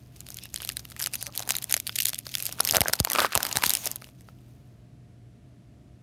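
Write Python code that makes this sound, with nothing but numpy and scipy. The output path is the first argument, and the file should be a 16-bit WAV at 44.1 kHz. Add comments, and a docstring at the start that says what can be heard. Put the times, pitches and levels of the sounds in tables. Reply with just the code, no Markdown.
"""Fingers unwrap a sweet right in front of a small microphone in a quiet room.
An air handler hums low throughout. From the start the plastic film hisses and ticks against the skin;
then its creases buckle, each snap ringing a film panel and the hollow of the cupped hands and wrapper.
Between 2.7 and 3.7 s, as the hollow rings loudest, the film pushes puffs of air at the microphone.
The snaps die out by 4.3 s and the sliding by 5 s, leaving the air handler alone."""
import sys
import numpy as np
from scipy import signal
from scipy.fft import rfft, irfft
from scipy.io import wavfile
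from scipy.ndimage import uniform_filter1d

SR = 44100
rng = np.random.default_rng(int(sys.argv[2]) if len(sys.argv) > 2 else 0)


def persist_wave(psi):
    """Save psi, clipped to +-1, as 16-bit WAV."""
    counts = np.round(np.clip(psi, -1, 1) * 32767).astype(np.int16)
    wavfile.write(sys.argv[1], SR, np.atleast_2d(counts).T)


N = 265816

# Strong creases that buckle: start_s, crack_db, panel_hz, panel_db, hollow_db (levels are energies)
STRONG_CREASES = [(0.1626, -30, 6420, -28.5, -55), (0.2057, -14.5, 4100, -26, -41),
                  (0.2663, -23, 4370, -23, -35), (0.2872, -19, 3900, -22, -31),
                  (0.3036, -14.5, 6240, -27, -29), (0.322, -26, 5800, -27, -52),
                  (0.3437, -14, 6660, -36, -52), (0.3705, -13.5, 6330, -24.5, -47),
                  (0.3867, -22, 3370, -14.5, -37), (0.4368, -16.5, 5400, -24, -46),
                  (0.4554, -19, 3870, -22.5, -27), (0.5422, -6.5, 6050, -15, -27),
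                  (0.5603, -7, 3330, -9, -33), (0.5753, -26, 4300, -16, -32),
                  (0.6032, -31, 3040, -14.5, -24.5), (0.6194, -12, 4690, -21, -19.5),
                  (0.6279, -21, 5570, -21, -38), (0.649, -9, 4260, -14.5, -23),
                  (0.6745, -14, 3330, -19, -31), (0.6906, -4, 2750, -5.5, -19),
                  (0.6996, -26, 1820, -12, -25), (0.7215, -17.5, 4950, -30.5, -55),
                  (0.7693, -5, 4100, -8, -21), (0.7939, -34, 2790, -33, -27), (0.801, -27, 5800, -35, -46),
                  (0.852, -18, 2820, -19, -32), (0.901, -23, 6790, -30, -40),
                  (0.9186, -26, 2060, -21.5, -24.5), (0.9645, -21, 1800, -19, -25.5),
                  (0.9944, -11.5, 4640, -31, -36), (1, -8, 1940, -13, -24), (1.0081, -20, 6730, -17, -15.5),
                  (1.016, -5, 2720, -26, -28), (1.0238, -7, 5600, -7, -27), (1.0275, -6, 5540, -17, -22),
                  (1.0355, -15, 5380, -18, -36), (1.0404, -7, 5040, -7, -24), (1.052, -23, 5910, -39, -35),
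                  (1.0611, -3, 2990, -4.5, -35), (1.071, -6, 6260, -10, -14.5),
                  (1.1364, -7, 5760, -14, -31), (1.1411, -10, 2750, -10, -31), (1.1452, -9, 4470, -27, -29),
                  (1.155, -4.5, 6200, -13, -26), (1.2153, -21, 3900, -25, -43),
                  (1.2267, -5, 6530, -16, -20.5), (1.2671, -13, 6060, -9.5, -38),
                  (1.3584, -18, 6000, -23.5, -41), (1.3765, -2, 4390, -7, -31),
                  (1.394, -9, 6030, -12, -19.5), (1.4033, -14, 1940, -21, -12.5),
                  (1.4245, -18.5, 3960, -13, -22), (1.476, -14, 1810, -27, -16.5),
                  (1.4916, -2, 6640, -12.5, -13), (1.4982, -13, 5490, -38.5, -24.5),
                  (1.5062, 2.5, 6620, 1.5, -10), (1.5201, -8, 3970, -11, -33),
                  (1.5416, -21, 2690, -19.5, -17.5), (1.553, -7.5, 4000, -4, -31.5),
                  (1.5663, -2, 6790, -11, -30), (1.585, -8, 4060, -12, -42), (1.6254, -12, 4030, -19, -44),
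                  (1.642, -4, 3380, -16, -35), (1.6962, -15, 4020, -17.5, -30.5),
                  (1.7028, -18.5, 6540, -15, -24.5), (1.712, -6, 6500, -14.5, -15.5),
                  (1.7246, 5.5, 7030, -3.5, -20), (1.741, 3.5, 6310, 4.5, -9.5),
                  (1.7458, -12, 6660, -11, -29), (1.7661, -1, 6100, -9.5, -13),
                  (1.776, -14, 5540, -11.5, -30), (1.8006, -4, 3570, -12.5, -33),
                  (1.8687, -9.5, 4630, -6.5, -28), (1.875, -4.5, 4500, -11, -37),
                  (1.894, -17, 3530, -6, -13), (1.927, -30, 4970, -23, -45), (1.9568, -6, 6900, -15, -38),
                  (1.96, -3.5, 3900, -7.5, -39), (1.9636, -13, 6640, -16, -38), (1.9854, -7, 4700, -6, -30),
                  (1.9879, -0.5, 2780, -3, -33), (2.0027, -1.5, 2900, -0.5, -34),
                  (2.006, -3, 4840, -18, -37), (2.0097, -12, 6370, -16.5, -39),
                  (2.0214, -2, 4390, -11, -34), (2.0327, -6, 4500, -14, -44), (2.0522, -5, 3920, -13, -38),
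                  (2.0553, 4.5, 6900, 2, -39), (2.0685, -4, 3200, -8, -22), (2.079, -10, 6790, -18, -39),
                  (2.0845, -4, 5700, -15, -40), (2.087, -4, 6310, -18, -31),
                  (2.093, -2.5, 3450, -12.5, -26), (2.1011, -12, 6520, -15, -34),
                  (2.1325, -13, 3410, -9, -19), (2.1449, -6.5, 3430, -12.5, -42),
                  (2.1556, -22, 3520, -18, -43), (2.189, -4, 6500, -15, -36),
                  (2.2674, -17.5, 4480, -12, -19), (2.2921, -32, 4400, -22, -49),
                  (2.3188, -28, 6690, -20, -43), (2.3412, -16, 3200, -9, -37), (2.3524, -2, 3580, -1, -18),
                  (2.3713, -16, 2590, -17, -38.5), (2.383, -10.5, 6740, -16, -36.5),
                  (2.4004, -22, 2780, -13.5, -30), (2.4035, -13, 6100, -19, -34),
                  (2.4247, -4, 6050, -29, -41), (2.434, -15.5, 2910, -23.5, -38),
                  (2.4544, -4, 6870, -12, -47), (2.4657, -2, 4770, -11, -46),
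                  (2.473, -18, 3120, -25.5, -39), (2.4918, -20.5, 2500, -18.5, -19.5),
                  (2.5254, -10, 5463, -13, -24.5), (2.603, -14.5, 1801, -7, -0.5),
                  (2.6059, 8, 5320, 2.5, -12.5), (2.6328, -15.5, 4370, -23, -33),
                  (2.643, -17, 6830, -28, -37), (2.6501, 1, 5600, -3, -32.5),
                  (2.6739, -0.5, 5440, -1.5, -24), (2.689, -1.5, 2534, -6, -29.5),
                  (2.691, -8, 3252, -6.5, -30), (2.6964, -14, 2840, -2, -28), (2.7101, 5, 5224, -2, -21),
                  (2.7237, -2, 4544, -6.5, -29), (2.7368, -7.5, 1810, -16, -3),
                  (2.7435, -14, 2952, -7.5, -12.5), (2.7473, -2, 2887, -1, 2),
                  (2.7518, -3, 3980, -2.5, -8.5), (2.7575, -1.5, 5350, 1, 0.5),
                  (2.7627, -13.5, 2870, -5, -7), (2.7679, 8, 6055, 4, 3), (2.782, -32, 1802, -20, -1.5),
                  (2.8067, 6, 2844, 0.5, -5.5), (2.8162, 3, 2140, 3, 2.5), (2.8363, -25, 5560, -27, -11.5),
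                  (2.8586, -33.5, 2060, -28.5, 0), (2.8724, -23.5, 2170, -14.5, -11.5),
                  (2.883, 1.5, 6100, -2.5, -2.5), (2.8964, -26.5, 1820, -13, -6),
                  (2.931, -5.5, 6790, -11.5, -33), (2.9348, 5, 5320, 4.5, -1),
                  (2.9544, -12, 6730, -20.5, -29), (2.9903, -22, 4490, -12.5, -32),
                  (3.001, 4.5, 4680, 1.5, -7), (3.0487, 4.5, 4480, -2, -7.5), (3.0726, -20, 2260, -13, -4),
                  (3.1008, -2.5, 5940, -3.5, -23), (3.1112, -10.5, 1810, -19.5, -9),
                  (3.118, 0.5, 1807, -7.5, -11), (3.1327, 1, 3380, -7, -14), (3.1507, -6, 2360, -5, 0.5),
                  (3.1592, -12, 2395, -1.5, -1), (3.1774, -10.5, 2450, -31, -9.5),
                  (3.1859, -17, 2440, 0, 4.5), (3.1895, -11, 2435, -3.5, 3.5),
                  (3.1932, -17.5, 1980, -1.5, 4.5), (3.1974, -16, 1963, -8.5, -5.5),
                  (3.2031, -3, 3420, 3, -2.5), (3.2172, -18.5, 1810, -13, 2),
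                  (3.2219, -14.5, 1903, -14.5, -7.5), (3.2257, -9.5, 1798, -9, -9.5),
                  (3.23, -12.5, 3510, -10, -16.5), (3.2334, -20, 1816, -13.5, -10),
                  (3.2372, -18.5, 2850, -11.5, -7), (3.2413, -16, 1810, -15, -11),
                  (3.2472, -16.5, 1864, -8, 7), (3.2542, -14, 1832, -3.5, -0.5),
                  (3.261, -17, 5880, -16, -11), (3.2658, -21, 2480, -9.5, -11.5),
                  (3.3217, -19, 2680, -10.5, -12), (3.3333, -31, 2720, -7.5, -10.5),
                  (3.3526, 8, 2620, -0.5, 1.5), (3.3594, -17.5, 2660, -5, 0), (3.3757, 3, 4070, -2.5, -0.5),
                  (3.4047, -14.5, 2070, -16, -5), (3.4301, 1.5, 5240, -2.5, -14),
                  (3.4512, -5.5, 4860, -4.5, -7.5), (3.4666, -6, 2870, -9.5, -20.5),
                  (3.4914, -13, 5955, -22.5, -26.5), (3.5142, -15.5, 2890, -9, -20.5),
                  (3.527, -6.5, 6800, -4.5, -19), (3.5567, -7, 3904, -5.5, -9),
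                  (3.5641, -5.5, 3990, -7.5, -13), (3.5705, 3.5, 3966, -0.5, -2),
                  (3.5854, -13, 1810, -17, -10), (3.6231, -10.5, 2120, -6.5, -11),
                  (3.6373, -2, 2640, 2.5, 4.5), (3.6405, -4, 4310, -6.5, -17.5),
                  (3.6535, -9, 4080, -12, -19.5), (3.6643, 2.5, 4500, -1.5, -24.5),
                  (3.6754, -9, 4780, -14, -24), (3.695, 5.5, 3820, -3, -22.5), (3.7048, 4, 4000, -0.5, -15),
                  (3.7158, -15, 5840, -16.5, -32), (3.7365, 4, 5340, -5.5, -26),
                  (3.7515, 3, 5070, -1, -27.5), (3.7707, -4.5, 2920, -12.5, -44),
                  (3.844, -13, 5840, -29, -34), (3.8575, 0, 6560, -21, -27), (3.8655, -17, 2060, -14, -11),
                  (3.8701, -9, 5010, -14, -20), (3.8729, -3, 5440, -6.5, -24),
                  (3.9149, -3.5, 4770, -20, -27), (3.959, -6.5, 6400, -18.5, -28),
                  (4.0206, -26, 2300, -23, -21.5), (4.043, -25.5, 2930, -20, -44),
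                  (4.071, -41, 5330, -37, -32), (4.089, -36, 3580, -34, -32.5),
                  (4.2086, -32, 1810, -37, -42), (4.2874, -46, 1840, -31, -23)]
# Cavity of the cupped hands: time_s, resonance_hz, octave_share (of creases that ring its octave, 0-1)
HOLLOW = [(0, 750, .6), (2.55, 663, .6), (2.75, 684, .25), (3.05, 745, .1), (3.15, 1240, 0),
          (3.34, 1380, 0), (3.37, 750, 0.05), (3.52, 787, 0.26), (3.63, 1100, 0), (3.75, 684, 0.2),
          (4.5, 620, 0.38)]


def gain_of(db):
    """Amplitude ratio of a level in decibels."""
    return 10 ** (np.asarray(db) / 20)


def unit_rms(x):
    """The signal scaled to a mean power of 1."""
    return x / np.sqrt(np.mean(x ** 2) + 1e-20)


def unit_energy(rows):
    """Each row scaled to an energy of 1."""
    return rows / np.linalg.norm(rows, axis=-1, keepdims=True)


def coloured(x, spectrum):
    """Zero-phase filtering of the last axis by points of frequency_hz, gain_db."""
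    points_hz, db = np.transpose(spectrum)
    hz = np.fft.rfftfreq(x.shape[-1], 1 / SR)
    response = gain_of(np.interp(np.log(hz + 1), np.log(points_hz + 1), db))
    return irfft(rfft(x) * response, x.shape[-1])


def resonate(x, hz, width_hz):
    """Tunable resonance by heterodyning: shift hz down to zero, smooth, and shift back."""
    carrier = np.exp(2j * np.pi * np.cumsum(hz * np.ones(len(x))) / SR)
    pole = np.exp(-np.pi * width_hz / SR)
    return 2 * (carrier * signal.lfilter([1 - pole], [1, -pole], x / carrier)).real


def curve(rows, column):
    """One column of a table, interpolated linearly in time to every sample."""
    rows = np.asarray(rows)
    return np.interp(np.arange(N) / SR, rows[:, 0], rows[:, column])


def ring(t, hz, t60_s, rise_s):
    """Free vibration of damped modes: a soft-starting sine of energy 1 for each pitch."""
    modes = np.sin(2 * np.pi * hz[:, None] * t) * gain_of(-60 * t / t60_s)
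    return unit_energy(modes * (1 - np.exp(-t / rise_s)))


def air_handler():
    """Ventilation noise: a steady continuous spectrum plus motor tones whose pitch wavers."""
    # Spectrum of the room air: frequency_hz, gain_db
    air_spectrum = [(18, -43), (30, -12.5), (43, 4.5), (91, -7.5), (125, -9.5), (217, -13.5), (291, -16.5),
                    (547, -31.5), (608, -23), (659, -29.5), (713, -34.5), (858, -38.5), (2160, -41),
                    (11400, -52.5), (16500, -69)]
    # Motor tones: pitch_hz, waver_hz, level_db
    motor_tones = [(120.5, 5, -55), (59, 4, -61), (700, 12, -76)]
    wash = gain_of(-49.5) * unit_rms(coloured(rng.standard_normal(N), air_spectrum))
    wavers = uniform_filter1d(rng.standard_normal((len(motor_tones), N)), 2000)
    hum = np.zeros(N)
    for (pitch_hz, waver_hz, level_db), waver in zip(motor_tones, wavers):
        phase = 2 * np.pi * np.cumsum(pitch_hz + waver_hz * unit_rms(waver)) / SR
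        hum += np.sqrt(2) * gain_of(level_db) * np.sin(phase)
    return wash + hum


def hand_shadow(room_sound):
    """Acoustic shadowing: hand and wrapper vary how much of the room reaches the microphone."""
    # Transmission past the hand: time_s, gain_db
    transmission = [(2.72, 2), (2.8, -1), (3.47, -4), (3.52, 1.5)]
    return gain_of(curve(transmission, 1)) * room_sound


def small_creases(strong_onsets, rate_hz=550, kinds=24):
    """Shot noise: small creases give way at random, ticking louder around the strong ones."""
    sizes = gain_of(7 * np.minimum(rng.exponential(1, N), 3))
    impulses = sizes * (rng.random(N) < rate_hz / SR)
    kind = rng.integers(0, kinds, N)
    t = np.arange(256) / SR
    clicks = rng.standard_normal((kinds, len(t))) * gain_of(-60 * t / .0055)
    modes = ring(t, rng.uniform(2500, 13000, kinds), t60_s=.003, rise_s=.0002)
    grains = unit_energy(clicks + .7 * modes * np.linalg.norm(clicks[0]))
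    ticks = sum(signal.oaconvolve(impulses * (kind == k), grain)[:N] for k, grain in enumerate(grains))
    return unit_rms(ticks * (.3 + signal.oaconvolve(strong_onsets, np.hanning(1500), "same")))


def rustle(crowd_s=.11, let_go_s=4.96, fade_s=.55):
    """Friction noise of film on skin and small ticks, heard directly and through cavity resonance."""
    # Film sliding under the fingers, relative levels: time_s, hiss_db, hollow_db, ticks_db
    slide_levels = [(0, -53, -69, -61), (0.3, -61, -71, -58), (0.6, -58.5, -69, -46), (0.85, -60, -69, -53),
                    (1.12, -59, -63.5, -48.5), (1.5, -61.5, -53.5, -41.5), (1.75, -53, -66.5, -50.5),
                    (2.1, -59, -84, -46.5), (2.45, -56, -63, -46.5), (2.6, -51.5, -51.5, -43),
                    (2.84, -81, -47, -43.5), (3.03, -69, -55.5, -40.5), (3.2, -51, -36, -46.5),
                    (3.3, -62, -47, -43), (3.42, -46, -42, -42.5), (3.58, -50, -48.5, -45),
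                    (3.66, -49, -46.5, -33), (3.8, -37.5, -51.5, -49), (3.9, -50.5, -51, -44.5),
                    (4.1, -66.5, -79, -61.5), (4.5, -56, -66.5, -63)]
    # Spectrum of the sliding film: frequency_hz, gain_db
    film_spectrum = [(710, -37.5), (1200, -10.5), (2590, 2), (5160, -0.5), (6500, 0.5), (7410, -5),
                     (11200, -2.5), (15100, -2), (16500, -24)]
    hiss_gain, hollow_gain, tick_gain = (gain_of(curve(slide_levels, column)) for column in (1, 2, 3))
    onsets = np.bincount(np.round(np.transpose(STRONG_CREASES)[0] * SR).astype(int), minlength=N)
    ticks = small_creases(onsets)
    crowding = signal.oaconvolve(onsets, np.hanning(round(crowd_s * SR)), "same")
    sliding = .15 + unit_rms(crowding)  # the film slides hardest where creases crowd
    hiss = rng.standard_normal(N) * sliding
    film = coloured(hiss_gain * hiss + tick_gain * ticks, film_spectrum)
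    film /= np.std(coloured(unit_rms(hiss), film_spectrum))
    skin = rng.standard_normal(N) * np.sqrt(sliding)
    hollow = unit_rms(resonate(skin + .5 * ticks, curve(HOLLOW, 1), width_hz=460))
    palm_rumble = gain_of(-7) * unit_rms(resonate(skin, hz=270, width_hz=200))
    let_go = np.clip((let_go_s - np.arange(N) / SR) / fade_s, 0, 1)
    return (film + hollow_gain * (hollow + palm_rumble)) * let_go


def reflections(x, t60_s=.15):
    """Reverberation: hands, table and walls return a short, exponentially decaying echo."""
    t = np.arange(SR // 4) / SR
    tail = rng.standard_normal(len(t)) * (t > .003) * gain_of(-60 * t / t60_s)
    return signal.oaconvolve(x, unit_energy(tail))[:N]


def coupled_creases(weaker_db=22.5, spread_db=8, low_hz=1800, high_hz=6600):
    """Elastic coupling: each strong crease is joined by a weaker one just before or after it."""
    strong = np.asarray(STRONG_CREASES)
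    draws = rng.random((len(strong), 6))
    gap_s = .003 - .0055 * np.log(draws[:, 1])
    start_s = strong[:, 0] + np.sign(draws[:, 0] - .4) * gap_s
    scatter_db = spread_db * (2 * draws[:, 2:5] - 1)
    crack_db, panel_db, hollow_db = (strong[:, [1, 3, 4]] - weaker_db + scatter_db).T
    panel_hz = low_hz * (high_hz / low_hz) ** draws[:, 5]
    weak = np.column_stack([start_s, crack_db, panel_hz, panel_db, hollow_db])
    return np.concatenate([strong, weak])


def fracture_bursts(t, lead, strength_db, flip_s=.00025):
    """Snap-through buckling: tiny fractures build up to one sharp flip, then die away."""
    draws = rng.standard_normal((len(strength_db), len(t) + 2))
    polarity, spread, fractures = np.sign(draws[:, :1]), draws[:, 1:2], draws[:, 2:]
    tear_s = .0032 * gain_of(-.06 * strength_db[:, None] + 2.5 * spread)  # weak creases tear longer
    envelope = np.minimum(t / flip_s, 1) ** 2 * gain_of(-60 * np.clip(t - flip_s, 0, None) / tear_s)
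    tail = .04 * (t > 0) * gain_of(-60 * t / .012)
    bursts = fractures * (envelope + tail)
    bursts[:, lead + round(flip_s * SR)] = 1.6 * polarity[:, 0]
    return bursts, polarity


def snaps(hollow_scatter=.14):
    """Impulse excitation: a buckling crease cracks and rings its facets, a film panel and the hollow."""
    # Spectrum of a crack: frequency_hz, gain_db
    crack_spectrum = [(2500, -46), (5500, -2.5), (8000, 2.5), (11000, 4.5), (13500, 5), (15000, -10.5),
                      (16500, -23)]
    start_s, crack_db, panel_hz, panel_db, hollow_db = coupled_creases().T
    time_s, resonance_hz, octave_share = np.transpose(HOLLOW)
    octave_draw, size_draw = rng.random((len(start_s), 2)).T
    rings_octave = octave_draw < np.interp(start_s, time_s, octave_share)
    hollow_hz = np.interp(start_s, time_s, resonance_hz) * (1 + rings_octave)
    hollow_hz *= 1 + hollow_scatter * (2 * size_draw - 1)  # each finds the hollow wider or narrower
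    lead = 64  # samples ahead of each onset
    t = np.clip(np.arange(1024) - lead, 0, None) / SR
    bursts, polarity = fracture_bursts(t, lead, np.maximum(crack_db, panel_db))
    facet_hz = rng.uniform(6500, 14500, (len(start_s), 2))
    facets = sum(ring(t, hz, t60_s=.004, rise_s=.0003) for hz in facet_hz.T)
    crack = unit_energy(unit_energy(coloured(bursts, crack_spectrum)) + .45 * facets)
    # in panel and hollow, one mode stands out of a wide band of its neighbours
    panel_band = unit_energy(coloured(bursts, [(900, -35), (1900, -3), (5000, 0), (9000, -45)]))
    panel = unit_energy(polarity * ring(t, panel_hz, t60_s=.0065, rise_s=.0004) + .9 * panel_band)
    hollow_band = unit_energy(coloured(bursts, [(150, -25), (550, 0), (1600, 0), (3500, -40)]))
    hollow = unit_energy(polarity * ring(t, hollow_hz, t60_s=.014, rise_s=.0006) + 1.1 * hollow_band)
    layers = [(crack_db, crack), (panel_db, panel), (hollow_db, hollow)]
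    sounds = sum(gain_of(db)[:, None] * layer for db, layer in layers)
    starts = np.round(start_s * SR).astype(int) - lead
    out = np.zeros(N + len(t))
    np.add.at(out, starts[:, None] + np.arange(len(t)), sounds)
    return out[:N]


def fingertip_rubs():
    """Sliding friction: fingertips on the film make narrow bands of noise that swell and fade."""
    # Strokes along the film: start_s, length_s, pitch_hz, level_db
    strokes = [(0.395, .09, 2740, -54), (1.053, .05, 2670, -58), (1.155, .15, 4760, -51),
               (1.265, .04, 594, -51), (3.772, .065, 6800, -45)]
    # Noise bands of a stroke: pitch_ratio, width_ratio (both to the stroke's pitch), gain_db
    bands = [(1, .2, 0), (1.3, .3, -2), (1.9, .5, -1)]
    out = np.zeros(N)
    for start_s, length_s, pitch_hz, level_db in strokes:
        noise = rng.standard_normal(SR // 4)[:round(length_s * SR)]
        swell = signal.windows.tukey(len(noise), .6)
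        for pitch_ratio, width_ratio, gain_db in bands:
            hz, width_hz = pitch_ratio * pitch_hz, width_ratio * pitch_hz
            band = unit_rms(resonate(resonate(noise, hz, width_hz), hz, width_hz))
            out[round(start_s * SR):][:len(band)] += gain_of(level_db + gain_db) * band * swell
    return out


def air_puffs(rise_s=.0007):
    """Near-field pressure pulses: air displaced by the film loads the microphone, then leaks away."""
    # Pushes of the film: start_s, drive_db, leak_s
    pushes = [(2.723, -18, 0.0028), (2.767, -10.5, 0.0022), (2.807, -7.5, .012), (2.892, -17, 0.0023),
              (3.0037, -5, 0.013), (3.361, -15.5, 0.015), (3.514, -36, .004), (3.555, -13.5, 0.0013),
              (3.571, -14.5, .002), (3.666, -12, 0.0015)]
    t = np.arange(4096) / SR
    out = np.zeros(N)
    for start_s, drive_db, leak_s in pushes:
        pulse = np.exp(-t / leak_s) - np.exp(-t / rise_s)
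        out[round(start_s * SR):][:len(t)] -= gain_of(drive_db) * pulse
    return out


def scene():
    """Superposition of the wrapper, its faint echo, the puffs and the air handler in one channel."""
    wrapper = snaps() + rustle() + fingertip_rubs()
    echo = gain_of(-42.5) * reflections(wrapper)
    return (wrapper + echo + air_puffs() + hand_shadow(air_handler()))[None]


def record(dry, bass_cut_hz=54.5, threshold_db=-33.5, band_edge_hz=16700):
    """A steep bass cut's group delay smears puffs into falling thumps; compression and low-pass follow."""
    high_pass = signal.butter(2, bass_cut_hz, "high", fs=SR, output="sos")
    cut = signal.sosfilt(np.tile(high_pass, (4, 1)), dry)
    power_db = 10 * np.log10(abs(uniform_filter1d(cut[0] ** 2, 9000, origin=3000)) + 1e-12)
    reduction_db = .11 * np.maximum(power_db - threshold_db, 0)
    compressed = np.clip(cut / gain_of(reduction_db), -1, 1)
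    low_pass = signal.firwin(401, band_edge_hz, window=("kaiser", 10), fs=SR)
    return signal.oaconvolve(compressed, low_pass[None], "same")


dry = scene()
out = record(dry)
persist_wave(out)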